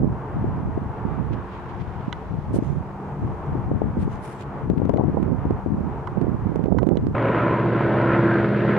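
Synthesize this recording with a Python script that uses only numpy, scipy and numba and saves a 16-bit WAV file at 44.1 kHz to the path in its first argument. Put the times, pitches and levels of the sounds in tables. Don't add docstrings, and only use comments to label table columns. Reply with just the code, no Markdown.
import sys
import numpy as np
from scipy import signal
from scipy.fft import rfft, irfft, next_fast_len
from scipy.io import wavfile
from scipy.ndimage import uniform_filter1d, minimum_filter1d
from numba import njit

SR = 44100
rng = np.random.default_rng(int(sys.argv[2]) if len(sys.argv) > 2 else 0)


def bounce(signal):
    frames = np.transpose(np.atleast_2d(signal))
    limited = np.clip(frames, -1, 1)
    pcm = np.round(limited * 32767).astype(np.int16)
    wavfile.write(sys.argv[1], SR, pcm)


N = 387198
TIME = np.arange(N) / SR
CUT_S = 7.145


def undb(db):
    return 10 ** (np.asarray(db) / 20)


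def unit(x):
    return x / np.sqrt(np.mean(x ** 2))


def curve(table):
    return np.interp(TIME, *np.transpose(table))


def wander(per_s):
    hold = max(int(SR / per_s), 2)
    steps = rng.standard_normal(N // 40)[np.arange(N) // hold % (N // 40)]
    return unit(uniform_filter1d(uniform_filter1d(steps, hold), hold))


def bump(peak_s, half_width_s):
    return np.exp(-np.minimum(((TIME - peak_s) / half_width_s) ** 2, 20))


def noise(colour):
    hz, db = np.transpose(colour)
    size = next_fast_len(N)
    freqs = np.maximum(np.arange(size // 2 + 1) * SR / size, 1)
    gain = undb(np.interp(np.log(freqs), np.log(hz), db))
    gain *= np.minimum(freqs / hz[0], 1) ** 2 * np.minimum(hz[-1] / freqs, 1) ** 4
    return unit(irfft(rfft(rng.standard_normal(size)) * gain)[:N])


def wide_noise(colour, side_db):
    return noise(colour) + undb(side_db) * noise(colour) * np.array([[1], [-1]])


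def pan(db):
    return undb(np.array([[db], [-db]]) / 2)


def keep(x, hz, kind, order=2):
    return signal.sosfilt(signal.butter(order, min(hz, SR / 2 - 100), kind, fs=SR, output="sos"), x)


def add(out, start_s, sound):
    i = max(int(start_s * SR), 0)
    out[..., i:i + sound.shape[-1]] += sound[..., :N - i]


@njit
def moving_lowpass(x, hz, damping):
    y, band, low = np.empty(len(x)), 0., 0.
    for i in range(len(x)):
        g = np.tan(np.pi * hz[i] / SR)
        v = (band + g * (x[i] - low)) / (1 + g * (g + damping))
        y[i] = low + g * v
        band, low = 2 * v - band, 2 * y[i] - low
    return y


# pitch_hz, level_db
HISS_COLOUR = [(2000, -14), (4000, -1.5), (6500, -4), (9000, -8.5), (15000, -16)]
def microphone_hiss(level_db):
    return undb(level_db) * wide_noise(HISS_COLOUR, -2)


# time_s, level_db
FAR_LEVEL = [(0, -34), (0.22, -32), (0.75, -34), (1.05, -32), (1.6, -35), (2.4, -36), (3.3, -33),
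             (4.4, -34), (4.8, -35), (5.45, -31.5), (5.62, -34.5), (6.3, -32.5), (7.1, -39.5)]
# pitch_hz, level_db
FAR_COLOUR = [(18, -52.5), (30, -28), (43, -2), (118, 4), (146, 6.5), (167, -4.5), (319, -5), (345, -5),
              (396, -6.5), (428, -1.5), (462, -5), (541, -9.5), (899, -5), (2430, -32), (3200, -44),
              (4160, -67), (7040, -120)]
# time_s, change_db
FAR_TREBLE = [(0, -3), (0.22, -0.5), (0.6, 1), (1.05, 1), (1.5, 4.5), (2.4, -1), (3.3, -0.5), (4.3, 2),
              (5.1, 0.5), (6.1, 0), (7.1, 2.5)]
# pitch_hz, level_db
FAR_TONES = [(118.4, -57), (145.3, -46.5), (193.8, -42), (355.3, -46.5), (425.3, -70)]
def far_helicopter(treble_hz=1050):
    scatter = wide_noise([(500, -24.5), (950, 4), (1500, -6), (2200, -18), (3200, -22)], 2.7)
    haze = wide_noise(FAR_COLOUR, -13.5) + undb(-19) * scatter
    haze *= undb(curve(FAR_LEVEL) + 0.5 + 1.1 * wander(14))
    treble = signal.sosfiltfilt(signal.butter(3, treble_hz, "high", fs=SR, output="sos"), haze)
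    haze += treble * (undb(curve(FAR_TREBLE)) - 1)
    tones = 0
    for pitch_hz, level_db in FAR_TONES:
        gain = undb(level_db + 3.2 * wander(4))
        cycles = np.cumsum(pitch_hz * (1 + 0.00814 * wander(6))) / SR
        tones += gain * np.sin(2 * np.pi * cycles)
    return haze * pan(0.83) + tones


# pitch_hz, level_db
SHEEN_COLOUR = [(5000, -2.5), (6800, -5.0), (7800, -5), (9000, -5), (10200, -5.5), (11200, -11),
                (13000, -12), (15000, -24.5)]
# peak_s, half_width_s, level_db, sheen_db, ring_hz
RUSTLES = [(1.335, 0.011, -47, -29, 7000), (1.55, 0.053, -57, -27, 7000), (1.7, 0.012, -59, -22, 7000),
           (1.81, 0.012, -53.5, -26, 7000), (1.981, 0.77, -57.5, -34, 7000), (2.558, 0.02, -50, 2.5, 8800),
           (2.66, 0.094, -60, -5, 6500), (3.35, 0.43, -70, -8, 6470), (4.02, 0.029, -50, -10, 8500),
           (4.135, 0.049, -55.5, -10, 6500), (4.252, 0.028, -51.5, -4.5, 10000),
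           (4.305, 0.038, -55.5, -5, 9900), (4.365, 0.045, -59, -7.5, 7800), (4.415, 0.021, -47, -15, 7000)]
def rustles(grain_db=2, ring_db=-3, ring_width=0.12):
    brush = wide_noise([(1800, 16.5), (3300, 8), (5000, -3.5), (7000, -12), (12000, -52)], -2)
    sheen = wide_noise(SHEEN_COLOUR, 0.5)
    out = 0
    for peak_s, half_width_s, level_db, sheen_db, ring_hz in RUSTLES:
        ring = unit(signal.lfilter(*signal.iirpeak(ring_hz, 1 / ring_width, fs=SR), sheen))
        bright = undb(sheen_db) * (0.68 * sheen + undb(ring_db) * ring)
        out += undb(level_db) * bump(peak_s, half_width_s) * (brush + bright)
    return out * undb(grain_db * wander(600) - 2.5)


# pitch_hz, level_db, ring_s (time to fade by 60 dB)
TAP_NOTES = [(967, 3, 0.024), (1260, -7, 0.043), (1484, -4, 0.036), (1980, -10, 0.048), (2080, 0, 0.011),
             (2980, -3, 0.014), (3470, -11.5, 0.024), (3970, -6, 0.013), (6380, -17, 0.0085),
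             (7400, -27, 0.0081)]
# start_s, peak_db, left_minus_right_db, brightness_db_per_octave
TAPS = [(2.127, -20, -8.5, 2), (4.972, -30.5, -14, -3), (6.073, -22, -12, -11), (6.786, -13, -10.5, -9.5),
        (6.971, -24, -11, 5)]
def taps(snap_s=0.012):
    out = np.zeros((2, N))
    t = np.arange(SR // 10) / SR
    for start_s, peak_db, pan_db, brightness in TAPS:
        ring = 0
        for pitch_hz, level_db, ring_s in TAP_NOTES:
            gain = undb(level_db + brightness * np.log2(pitch_hz / 2000) - 60 * t / ring_s)
            ring += gain * np.sin(2 * np.pi * (pitch_hz * t + rng.random()))
        snap = keep(keep(rng.standard_normal(len(t)), 3500, "low"), 8000, "low")
        snap *= 2 * undb(-4 - 60 * t / snap_s)
        tap = (ring + snap) * (1 - np.exp(-t / 0.00038))
        add(out, start_s, undb(peak_db) * pan(pan_db) * tap / abs(tap).max())
    return out


# start_s, length_s, left_db, right_db
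GUSTS = [(0.0, 0.044, -17, -15), (0.353, 0.35, -23.5, -21), (0.765, 0.11, -26.5, -28.5),
         (1.052, 0.29, -32, -21.5), (2.309, 0.06, -24, -29), (2.509, 0.08, -21.5, -17.5),
         (2.708, 0.023, -27, -20), (3.23, 0.037, -19, -24.5), (3.494, 0.11, -21.5, -24.5),
         (3.685, 0.21, -19.5, -24), (3.96, 0.12, -21, -24), (4.692, 0.29, -12.5, -22.5),
         (4.953, 0.081, -11, -23.5), (5.158, 0.15, -28.5, -13.5), (5.462, 0.025, -18.5, -18.5),
         (5.676, 0.038, -18, -30), (5.773, 0.081, -32, -17.5), (6.161, 0.18, -39.5, -16),
         (6.423, 0.35, -33, -18.5), (6.742, 0.18, -47, -8), (6.998, 0.076, -22, -14.5)]
def gusts(breeze_db=-42.5, rise_s=0.035, fall_s=0.076, sway_db=0.83):
    air = np.array([undb(breeze_db + 7.5 * wander(3.4)) for _ in range(2)])
    for start_s, length_s, left_db, right_db in GUSTS:
        before_s = np.maximum(start_s - TIME, 0)
        after_s = np.maximum(TIME - start_s - length_s, 0)
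        shape = np.exp(-np.minimum(before_s / rise_s + after_s / fall_s, 20))
        air = np.maximum(air, undb([[left_db], [right_db]]) * shape)
    return [20 * np.log10(port) + sway_db * wander(9) for port in air]


def wind_rumble(gust_db, swirls_per_s=240):
    flutter_db = 2.5 * wander(110)
    cutoff_hz = np.clip(285 * 2 ** ((gust_db + flutter_db + 6.5) / 17), 100, 640)
    arrivals = rng.random(N) < swirls_per_s / SR
    swirls = arrivals * np.sign(rng.standard_normal(N)) * (.5 + rng.random(N))
    rumble = moving_lowpass(unit(swirls) + undb(-6) * rng.standard_normal(N), cutoff_hz, 1.22)
    rumble = moving_lowpass(rumble, 2.35 * cutoff_hz, 1.2) / np.sqrt(cutoff_hz)
    rumble = keep(keep(rumble, 38, "high"), 57, "high")
    return unit(rumble * undb(flutter_db)) * undb(gust_db - 0.5)


# time_s, level_db, pitch_hz, crack_db, port (-1 left, 1 right)
THUMPS = [(0.444, -2.5, 280, -54, -1), (0.777, -2.5, 297, -62, -1), (2.082, -6, 200, -52, 1),
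          (2.543, 0, 275, -50, -1), (2.563, -2, 390, -50, 1), (2.588, 5, 236, -45, 1),
          (2.625, -2, 257, -52, -1), (3.554, -4.5, 254, -52, -1), (3.715, -0.5, 310, -60, -1),
          (3.819, 2.5, 357, -48, -1), (3.971, -4, 270, -52, 1), (4.078, -4, 253, -56, -1),
          (4.701, 5.5, 310, -37, -1), (4.735, -3, 230, -55, -1), (4.781, -18, 200, -17.5, -1),
          (4.819, 0, 360, -58, -1), (4.854, -0.5, 260, -34.5, -1), (4.895, 6.5, 473, -37, -1),
          (4.939, 0.5, 380, -31, -1), (4.984, 2.5, 476, -54, -1), (4.997, 4, 460, -57, -1),
          (5.011, -0.5, 440, -55, -1), (5.038, 2.5, 300, -51, -1), (5.146, -3.5, 310, -57, 1),
          (5.172, 3.5, 460, -57, 1), (5.202, -1.5, 280, -53, 1), (5.229, 0, 232, -34, 1),
          (5.281, -1, 238, -56, 1), (5.347, -2.5, 220, -52, 1), (5.455, -0.5, 258, -54, -1),
          (5.508, 2.5, 290, -39, 1), (5.663, -2, 297, -52, -1), (5.708, -5.5, 250, -54, -1),
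          (5.785, -3, 220, -52, 1), (5.809, -0.5, 187, -56, 1), (6.174, -4, 376, -56, 1),
          (6.215, 1, 288, -36.5, 1), (6.244, -2, 300, -54, 1), (6.27, -4, 405, -57, 1),
          (6.493, -9, 190, -54, 1), (6.519, -5, 260, -52, 1), (6.559, -0.5, 327, -35, 1),
          (6.594, -3.5, 290, -52, 1), (6.641, 1.5, 200, -37, 1), (6.659, 1, 394, -41, 1),
          (6.684, 4.5, 325, -55, 1), (6.748, 1, 330, -50, 1), (6.831, 6.5, 420, -36.5, 1),
          (6.869, 3, 206, -34, 1), (6.89, 7.5, 296, -34, 1), (6.912, 5, 305, -60, 1),
          (6.956, 2.5, 377, -42, 1), (7.069, -1.5, 252, -35.5, 1)]
def wind_thumps(crack_s=0.00071, wake_s=0.0055, wake_hz=790):
    out = np.zeros((2, N))
    t = np.arange(-1200, 1200) / SR
    for time_s, level_db, pitch_hz, crack_db, port in THUMPS:
        speed = pitch_hz / 330
        angle = 2 * np.pi * pitch_hz * t * np.exp(0.074 * rng.standard_normal())
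        shape = 0.84 / np.cosh(np.clip(angle / 1.92, -30, 30))
        swing = keep(shape * np.cos(angle + 2 * np.pi * rng.random()), 60, "high")
        crest = np.exp(-abs(t) / 0.00015) + 0.1 * rng.standard_normal(len(t)) * np.exp(-abs(t) / crack_s)
        crack = keep(keep(crest, 430, "high"), 2700, "low", order=1)
        wake = keep(rng.standard_normal(len(t)), wake_hz * np.sqrt(speed), "low", order=8)
        wake = unit(keep(wake, 290, "high"))
        wake *= 1.16 * speed * np.exp(-np.logaddexp(t / wake_s, -t / 0.0017))
        thump = undb(-2) * swing + undb(crack_db + 22.5) * crack + undb(-18) * wake
        add(out[int(port > 0)], time_s + t[0], undb(level_db) * thump)
    return out


def calm_before_thumps(depth_db=5, lead_s=0.008, half_width_s=0.0054):
    slack = np.zeros((2, N))
    t = np.arange(-2400, 2400) / SR
    for time_s, _, _, _, port in THUMPS:
        add(slack[int(port > 0)], time_s - lead_s + t[0], np.exp(-(t / half_width_s) ** 2))
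    return undb(-depth_db * np.minimum(slack, 1))


def turbine_hiss(from_db=-80.5, to_db=-58, turn_s=0.32):
    turned = 1 - np.exp(-np.maximum(TIME - CUT_S, 0) / turn_s)
    hiss = wide_noise([(3500, 8.5), (4300, 4.5), (4900, -1), (5500, -11.5)], -2)
    return hiss * undb(from_db + (to_db - from_db) * turned)


# peak_s, half_width_s, pitch_hz, half_width_octaves, level_db
SWELLS = [(7.25, 0.056, 552, 0.13, -28.5), (7.39, 0.07, 1370, 0.17, -29), (7.375, 0.052, 1880, 0.5, -35.5),
          (7.53, 0.078, 996, 0.16, -28.5), (7.98, 0.099, 605, 0.35, -26.5), (8.11, 0.081, 1355, 0.18, -30),
          (8.13, 0.054, 1840, 0.36, -31.5), (8.32, 0.11, 1530, 0.28, -30)]
def whoosh_swells():
    out = 0
    for peak_s, half_width_s, pitch_hz, octaves, level_db in SWELLS:
        band = [(pitch_hz * 2 ** (k * octaves), -9 * abs(k) ** 1.5) for k in range(-3, 4)]
        out += undb(level_db) * bump(peak_s, half_width_s) * wide_noise(band, -16)
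    return out


# pitch_hz, level_db
RUSH_COLOUR = [(1100, -12.5), (1200, -6), (1280, 3.5), (1400, 1), (1800, -5), (2200, -7.5), (3000, -18.5),
               (4000, -31.5), (5000, -46.5), (5800, -48), (8000, -60.5), (12000, -70)]
# pitch_hz, level_db
HOLLOW_COLOUR = [(430, -4), (580, -1), (700, -5), (810, -9), (900, -2.5), (1020, 0), (1100, -5.5),
                 (1200, -17.5)]
# time_s, level_db
RUSH_LEVEL = [(7.15, -33), (7.42, -32), (7.72, -35.5), (7.9, -33.5), (8.15, -31.5), (8.35, -33.5),
              (8.56, -33.5), (8.76, -30.5)]
def air_rush(fade_s=8.36, whoosh_hz=1324, rise_hz_per_s=195):
    fade_db = 7 * (1 + np.tanh((TIME - fade_s) / 0.067)) / 2
    hollow = wide_noise(HOLLOW_COLOUR, -20) * undb(4.5 - fade_db)
    rush = wide_noise(RUSH_COLOUR, -12.5) * undb(-1 + 1.1 * wander(22))
    pitch_hz = whoosh_hz + rise_hz_per_s * np.maximum(TIME - CUT_S, 0) + 54.5 * wander(4.8)
    whoosh = keep(moving_lowpass(rng.standard_normal(N), pitch_hz, 0.17), 1250, "high", order=4)
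    whoosh = unit(keep(whoosh, 2200, "low", order=4)) * undb(-6 + 1.5 * wander(30))
    return undb(curve(RUSH_LEVEL)) * (rush + whoosh + hollow)


def blade_slaps(passes, top_hz, fade_s, uneven_db=4.5, jitter_s=0.0004):
    out = np.zeros(N)
    t = np.arange(SR // 50) / SR
    pass_times = np.flatnonzero(np.diff(np.floor(passes)) > 0) / SR
    for time_s in pass_times[pass_times > CUT_S]:
        burst = unit(rng.standard_normal(len(t)) * np.exp(-t / fade_s))
        start_s = time_s + jitter_s * rng.standard_normal()
        add(out, start_s, burst * undb(uneven_db * rng.standard_normal()))
    out = keep(keep(out, top_hz, "low", order=4), top_hz / 5, "high")
    return out / np.std(out[TIME > CUT_S])


def blade_chop(passes, depth, sharpness):
    strength = undb(rng.standard_normal(1024))[np.round(passes).astype(int) % 1024]
    return unit(1 + depth * strength * np.exp(sharpness * (np.cos(2 * np.pi * passes) - 1)))


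def blade_tones(passes, tones, waver_db, flutter_db, drift=0):
    out = 0
    for multiple, level_db in tones:
        wobble_db = np.sqrt(multiple) * (waver_db * wander(9) + flutter_db * wander(45))
        cycles = multiple * (passes + drift * wander(14)) + rng.random()
        out += undb(level_db + wobble_db) * np.sqrt(2) * np.sin(2 * np.pi * cycles)
    return out


# blade_rate_multiple, level_db
MAIN_TONES = [(3, -27.5), (5, -6), (7, -16.5), (10, -18), (17, -20.5)]
# blade_rate_multiple, peak_db, peak_s, fall_db_per_s (on either side of the peak)
TAIL_TONES = [(2, -7, 8.2, 9), (3, -5.5, 8.5, 9.5), (5, -3.5, 8.25, 11.5), (6, -17.5, 8.5, 11)]
def rotor_hum(main_passes, tail_passes):
    beams = [(multiple, peak_db - fall * abs(TIME - peak_s))
             for multiple, peak_db, peak_s, fall in TAIL_TONES]
    main = blade_tones(main_passes, MAIN_TONES, waver_db=0.24, flutter_db=0.25)
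    return main + blade_tones(tail_passes, beams, waver_db=0.5, flutter_db=1.44, drift=0.013)


# time_s, rate_hz
TAIL_RATE = [(7.15, 66.56), (7.9, 67.47), (8.3, 67.67), (8.78, 68.68)]
# pitch_hz, level_db
ROAR_COLOUR = [(25, -45.5), (45, -11.5), (80, -6), (150, 2.5), (300, 2), (450, 0.5), (600, -1.5), (700, -7),
               (830, -15.5), (1100, -55)]
def near_helicopter(main_per_tail=0.35):
    tail_passes = np.cumsum(curve(TAIL_RATE)) / SR
    main_passes = main_per_tail * tail_passes
    roar = wide_noise(ROAR_COLOUR, -15.5)
    roar *= blade_chop(main_passes, 0.43, 2.1) * blade_chop(tail_passes, 0.5, 1.7)
    rush = air_rush() + whoosh_swells()
    rush *= blade_chop(main_passes, 0.12, 1.8) * blade_chop(tail_passes, 0.21, 3.9)
    slaps = undb(-34) * blade_slaps(main_passes, top_hz=570, fade_s=0.0027)
    slaps += undb(-36) * blade_slaps(tail_passes, top_hz=1580, fade_s=0.0018)
    low = undb(-24) * roar + undb(-21) * rotor_hum(main_passes, tail_passes)
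    return low * pan(-0.7) + (rush + slaps) * pan(0.3) + turbine_hiss()


def scene():
    rumble = np.array([wind_rumble(gust_db) for gust_db in gusts()])
    wind = rumble * calm_before_thumps() + wind_thumps()
    woods = far_helicopter() + wind + taps() + rustles()
    cut = np.clip((TIME - CUT_S) / 0.0016, 0, 1)
    return (1 - cut) * woods + cut * near_helicopter() + microphone_hiss(-75)


def record(dry, threshold_db=-17, slope=0.72, window_s=0.091, top_hz=15400):
    smooth = SR // 100
    mismatch = uniform_filter1d((dry[0] - dry[1]) ** 2, int(window_s * SR))
    mismatch = np.maximum(uniform_filter1d(mismatch, smooth), 0)
    ducked = dry * (1 + mismatch / undb(threshold_db) ** 2) ** (-slope / 2)
    safe_gain = .85 / np.maximum(abs(ducked).max(axis=0), .85)
    limiter = uniform_filter1d(minimum_filter1d(safe_gain, smooth), smooth)
    sound = ducked * limiter + microphone_hiss(-79)
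    return signal.sosfilt(signal.ellip(8, .2, 70, top_hz, fs=SR, output="sos"), sound)


dry = scene()
out = record(dry)
bounce(out)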